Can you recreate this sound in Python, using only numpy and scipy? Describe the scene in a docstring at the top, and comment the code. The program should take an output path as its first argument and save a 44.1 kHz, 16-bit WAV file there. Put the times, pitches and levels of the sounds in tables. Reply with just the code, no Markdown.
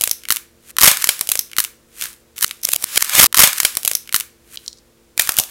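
"""Brittle fracture of a clay shell

Thumbs bend a soft clay figure close to a microphone: its dried shell snaps, crunches and crumbles,
loud enough to clip. Each break rings a flake and thuds in the soft core. One squeeze is heard several
times: its end, the whole of it, the same backwards, then forwards again. Loose chips click, a fresh
patch cracks, and a small room with a faint hum rings after each snap."""
import sys
import numpy as np
from scipy import signal
from scipy.fft import rfft, irfft, next_fast_len
from scipy.io import wavfile
from scipy.ndimage import uniform_filter1d, map_coordinates

SR = 44100
rng = np.random.default_rng(int(sys.argv[2]) if len(sys.argv) > 2 else 0)


def bounce(signal):
    """Save signal as a 16-bit WAV file at the path given by the first command-line argument."""
    frames = np.transpose(np.atleast_2d(signal))
    limited = np.clip(frames, -1, 1)
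    pcm = np.round(limited * 32767).astype(np.int16)
    wavfile.write(sys.argv[1], SR, pcm)


N = 242550

# spectrum of room air and microphone hiss: frequency_hz, relative_db
AIR_SPECTRUM = [(25, -14), (55, 3), (100, -12.5), (300, -9), (500, -8.5), (750, -16.5), (1500, -18),
                (3000, -21), (5500, -22), (7000, -22), (12000, -25), (16000, -26.5)]
# steady hum in the room: frequency_hz, rms_db
HUM_PARTIALS = [(73, -69), (120, -67.5), (161, -73), (231, -64.5), (342, -63), (455, -67.5), (504, -70)]
# spectrum of the wall reflections: frequency_hz, relative_db
WALL_SPECTRUM = [(60, -13), (130, -6), (300, -6), (650, 0.5), (950, 0.5), (1500, -2), (2200, -4.5),
                 (5000, -3), (12000, -1.5), (16000, 2.5)]
# reverberation time of the room: frequency_hz, t60_s
ROOM_DECAY = [(200, 0.033), (1400, 0.35), (5000, 0.3), (14000, 0.23)]
# stretches of the squeeze played again (earlier, if the delay is negative): start_s, end_s, delay_s
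REPEATED_SPANS = [(0, .713, -1.2795), (3.28, 4.56, 2.5596)]
# stretches played backwards, time t taken from mirror - t: start_s, end_s, mirror_s, gain_db
REVERSED_SPANS = [(2.36, 2.42, 4.0304, -7), (2.42, 2.45, 4.0304, 0), (2.63, 2.71, 4.0449, 0),
                  (2.71, 2.9, 4.0536, 0), (2.9, 3.17, 4.0681, 0), (3.17, 3.27, 4.0768, 0)]
# loose chips clicking and scraping together: start_s, energy_db, pitch_hz, t60_s
CHIP_CONTACTS = [(4.5731, -18, 3360, 0.0092), (4.6797, -14, 4634, 0.0102), (4.7298, -29.5, 4576, 0.0074),
                 (4.773, -41, 4910, 0.035), (4.785, -39, 4900, 0.0303)]
# strokes that peel the coating, with 60 dB swell and fade times: peak_s, level_db, swell_s, fade_s
PEEL_STROKES = [(1.0, -30, 0.4, 1.3), (1.141, -37, 0.74, 0), (2.034, -24.5, .22, .27),
                (2.452, -35.5, 0.12, .5), (4.66, -46, 0.64, 0.23), (5.199, -25.5, 0.06, 0.7),
                (5.5, -40, 0.3, .3)]
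# spectrum of the crumbs: frequency_hz, relative_db
CRUMB_SPECTRUM = [(50, -17.5), (115, -10), (220, -20), (750, -19), (1150, -8), (1400, -4.5), (2400, -3),
                  (5000, -6), (9000, -1.5), (13000, -4.5), (16000, -10)]
# thud of the soft core: frequency_hz, relative_db
CORE_SPECTRUM = [(60, -3.5), (140, 0), (290, -7), (480, -1), (680, 0.5), (1400, -6.5), (5000, -21.5)]
# crackle common to all flakes, without bass: frequency_hz, relative_db
SHELL_SPECTRUM = [(250, -49.5), (580, -21), (1000, -3), (1350, 0), (2500, -1.5), (4300, -1), (7000, -0.5),
                  (12500, 1.5), (16000, -7.5), (20000, -37)]
# the shell caves in, snaps as it bends and lifts off, then a fresh patch breaks:
# start_s, energy_db, pitch_hz, ring_db, thud_db
SHELL_FRACTURES = [ (0.7851, 1.5, 1350, 4, -12), (.81, -4, 1300, -2, -12.5),
                   (0.8147, 2.5, 1300, -0.5, -17.5), (.8236, -1, 2100, 1, -15.5), (.832, 14, 1100, 1, -4),
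                   (.842, 13.5, 1300, 1, -12), (.8563, 5, 1200, -2.5, -9), (0.863, 6, 1600, 2, -17.5),
                   (.874, 19, 2400, 2.5, -7), (0.8783, 11, 1700, 5.5, -3), (0.9142, 2, 1194, -1, -5),
                   (0.9713, -9.5, 1450, 1.5, -22.5), (1.015, -18.5, 1500, 3, -15),
                   (1.0213, -12, 1606, -4, -19.5), (1.042, 3.5, 1750, 0.5, -17), (1.09, 9, 2600, 0.5, -7),
                   (1.2106, -2, 2400, -5.5, -6.5), (1.2903, -2.5, 2900, -1.5, -5),
                   (1.3173, 2.5, 2700, -3.5, -26.5), (1.3547, -6, 2300, -3, -7),
                   (1.392, -0.5, 5800, -1, -30), (1.411, -22.5, 5800, -5.5, -21.5),
                   (1.5158, -29, 2200, 7, -17), (1.5329, -22, 2200, 15, -17), (1.584, 1, 1550, 4.5, -39),
                   (1.5927, -7, 2800, -6, -29), (1.6022, 0, 1900, -5, -31), (1.6408, -11.5, 2300, -8, -35),
                   (1.6483, -11.5, 2500, 3.5, -28), (2.0126, -15, 2500, 0.5, -17),
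                   (2.023, -11.5, 2600, 3.5, -15), (2.039, -15, 2400, -5, -15), (2.056, -17, 1593, 3, -6),
                   (2.13, -32.5, 5200, -1.5, -16), (2.465, -21.5, 5600, 1, -27),
                   (2.4796, -20.5, 6000, 4, -11.5), (2.5109, -14, 2400, 13, -28),
                   (5.1952, 8.5, 2294, 2, -7), (5.2104, -14, 2400, -1, -28), (5.22, -8, 3400, -12, -29),
                   (5.2916, 2, 1300, 3, -4), (5.3203, -12.5, 2300, -6, -18), (5.3414, -19, 2400, -8, -17),
                   (5.377, -15, 1500, 6, -24), (5.3861, 6, 3400, -3, -13), (5.398, 0, 6000, 5.5, 2.5),
                   (5.437, -17.5, 3400, 0, -23)]


def amp(db):
    """Amplitude ratio of a level in decibels."""
    return 10 ** (np.asarray(db) / 20)


def unit_rms(x):
    """Normalisation to an rms of one."""
    return x / np.sqrt(np.mean(x ** 2) + 1e-20)


def along(points, hz):
    """Interpolation of (frequency_hz, value) points on a logarithmic frequency axis."""
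    frequencies, values = np.transpose(points)
    return np.interp(np.log(hz + 1), np.log(frequencies + 1), values)


def resonance(hz, centre_hz, octaves):
    """A resonance peak, taken as a Gaussian in log frequency."""
    return np.exp(-(np.log2(hz / centre_hz) / octaves) ** 2)


def wobble(rate_hz):
    """Slow random modulation: a spline through random knots."""
    knots = rng.standard_normal(int(N * rate_hz / SR) + 4)
    return map_coordinates(knots, [np.arange(N) * rate_hz / SR])


def filtered(x, response):
    """Linear filtering: the spectrum is multiplied by a frequency response."""
    size = next_fast_len(N + SR // 2)
    return irfft(rfft(x, size) * response(np.fft.rfftfreq(size, 1 / SR)), size)[..., :N]


def minimum_phase(gain):
    """Causality: a response with this gain that rings only after the blow."""
    cepstrum = irfft(np.log(np.maximum(gain, 1e-6)))
    half = len(cepstrum) // 2
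    cepstrum[1:half] *= 2
    cepstrum[half + 1:] = 0
    return np.exp(rfft(cepstrum))


def background(air_db=-56.0, waver_rad=0.48, side_db=-20):
    """Superposition of room air, microphone hiss and a hum with slight phase modulation."""
    t = np.arange(N) / SR
    air = filtered(rng.standard_normal((2, N)), lambda hz: amp(along(AIR_SPECTRUM, hz)))
    mid, side = amp(air_db) * unit_rms(air)
    hum = sum(amp(db) * np.sqrt(2) * np.sin(2 * np.pi * hz * t + waver_rad * wobble(20))
              for hz, db in HUM_PARTIALS)
    return mid + hum + amp(side_db) * np.array([side, -side])


def reverberation(x, build_s=0.0023):
    """A diffuse field builds up, then decays exponentially, each frequency at its own rate."""
    hz, t, noise = signal.stft(rng.standard_normal(SR * 3 // 4), SR, nperseg=256)
    gain = amp(along(WALL_SPECTRUM, hz)[:, None] - 60 * t / along(ROOM_DECAY, hz)[:, None])
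    tail = signal.istft(noise * gain, SR, nperseg=256)[1]
    tail *= 1 - np.exp(-np.arange(len(tail)) / SR / build_s)
    return signal.fftconvolve(x, tail / np.linalg.norm(tail))[:N]


def replayed(x):
    """Time shift and time reversal repeat the squeeze; backwards, each tail swells into its crack."""
    out = x.copy()
    for start_s, end_s, delay_s in REPEATED_SPANS:
        span = np.arange(round(start_s * SR), round(end_s * SR))
        out[span] += x[span - round(delay_s * SR)]
    for start_s, end_s, mirror_s, gain_db in REVERSED_SPANS:
        span = np.arange(round(start_s * SR), round(end_s * SR))
        out[span] += amp(gain_db) * x[round(mirror_s * SR) - span]
    return out


def lead_ticks(onsets, lead_s=.0174, gain_db=-14, cutoff_hz=800):
    """Pre-echo: a faint, high-passed copy of each onset ticks just ahead of its crack."""
    lead = round(lead_s * SR)
    early = np.pad(onsets[lead:], (0, lead))
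    return amp(gain_db) * filtered(early, lambda hz: hz ** 2 / (hz ** 2 + cutoff_hz ** 2))


def snap_burst(t60_s, response, snap, size=4096):
    """Source and filter: an impulse and a dying run of micro-impulses excite a resonant body."""
    run = rng.standard_normal(size) * amp(-60 * np.arange(size) / SR / max(t60_s, .001))
    run[0] += snap * np.sign(run[0])
    spectrum = rfft(run)
    # whitening leaves the broad colour to the body; the run adds only fine ripple
    smooth_power = np.abs(uniform_filter1d(np.abs(spectrum) ** 2, size=100))
    spectrum /= minimum_phase(np.sqrt(smooth_power))
    burst = irfft(spectrum * response)[:size // 2]
    return burst / np.sqrt(np.sum(burst ** 2) / (SR / 1000))  # energy of 1 ms at unit amplitude


def loose_chips(width_octaves=0.43, overtone_ratio=1.64, overtone_db=-11, skirt_db=-26, size=4096):
    """Damped resonance: each contact excites two broad modes of a chip, with no bass."""
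    out = np.zeros(N + SR)
    hz = np.fft.rfftfreq(size, 1 / SR) + 1
    for start_s, energy_db, pitch_hz, t60_s in CHIP_CONTACTS:
        gain = resonance(hz, pitch_hz, width_octaves)
        gain += amp(overtone_db) * resonance(hz, pitch_hz * overtone_ratio, width_octaves)
        gain += amp(skirt_db) * hz / (hz + pitch_hz)
        click = amp(energy_db) * snap_burst(t60_s, minimum_phase(gain), snap=5)
        out[round(start_s * SR):][:len(click)] += click
    return out[:N]


def peeling(crumbs_per_s=1500, spread_db=4, grain_t60_s=0.0031, rub=0.56):
    """Shot noise: crumbs of uneven size tear loose at random, over the friction of the thumbs."""
    sizes = amp(spread_db * np.minimum(rng.exponential(size=N), 4))
    energies = (rng.random(N) < crumbs_per_s / SR) * sizes ** 2
    power_decay = amp(-60 * np.arange(SR // 50) / SR / grain_t60_s) ** 2
    power = signal.fftconvolve(energies, power_decay)[:N]
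    grains = (unit_rms(np.sqrt(np.abs(power))) + rub) * rng.standard_normal(N)
    crumbs = unit_rms(filtered(grains, lambda hz: amp(along(CRUMB_SPECTRUM, hz))))
    t = np.arange(N) / SR
    strokes_db = [level_db - 60 * np.maximum((peak_s - t) / swell_s, (t - peak_s) / max(fade_s, 1e-9))
                  for peak_s, level_db, swell_s, fade_s in PEEL_STROKES]
    return amp(np.max(strokes_db, axis=0)) * crumbs


def flake_response(pitch_hz, ring_db, thud_db, peak_db=3.3, ripple_db=1.87, size=4096):
    """Radiation from a flake: it rings at its pitch and is weak below it; the soft core adds a thud."""
    hz = np.fft.rfftfreq(size, 1 / SR) + 1
    colour_db = along(SHELL_SPECTRUM, hz)
    colour_db += ring_db * resonance(hz, pitch_hz, octaves=1.3)
    colour_db += peak_db * resonance(hz, pitch_hz, octaves=.24)
    colour_db += ripple_db * map_coordinates(rng.standard_normal(40), [np.linspace(0, 39, len(hz))])
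    cutoff_hz = 0.77 * pitch_hz
    crackle = amp(colour_db) / np.hypot(1, (cutoff_hz / hz) ** 1.8)
    thud = amp(thud_db + along(CORE_SPECTRUM, hz))
    return minimum_phase(np.hypot(crackle, thud))


def cracking_shell(shortest_t60_s=.006, extra_t60_s=0.0067, growth=0.49, onset_t60_s=0.0082):
    """Brittle fracture: harder breaks run on longer. Returns whole breaks and sharp onsets alone."""
    breaks, onsets = np.zeros((2, N + SR))
    for start_s, energy_db, pitch_hz, ring_db, thud_db in SHELL_FRACTURES:
        flake = flake_response(pitch_hz, ring_db, thud_db)
        t60_s = shortest_t60_s + extra_t60_s * amp(growth * energy_db)
        burst = snap_burst(t60_s, flake, snap=3.8)
        start = round(start_s * SR)
        span = slice(start, start + len(burst))
        breaks[span] += amp(energy_db) * burst
        onsets[span] += amp(energy_db) * snap_burst(onset_t60_s, flake, snap=8.0)
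    return breaks[:N], onsets[:N]


def scene(room_db=-13.5):
    """Direct and reverberant sound: the clay is close and central; onsets and crumbs excite the room."""
    breaks, onsets = np.array(cracking_shell()) + loose_chips()
    crumbs = peeling()
    squeeze = breaks + crumbs + amp(room_db) * reverberation(onsets + crumbs)
    return replayed(squeeze) + lead_ticks(replayed(onsets)) + background()


def record(dry, ceiling=0.85, hardness=7, band_limit_hz=16100):
    """Saturation flattens the loudest cracks; a steep low-pass filter limits the bandwidth."""
    clipped = dry / (1 + np.abs(dry / ceiling) ** hardness) ** (1 / hardness)
    return filtered(clipped, lambda hz: 1 / (1 + (hz / band_limit_hz) ** 160))


dry = scene()
out = record(dry)
bounce(out)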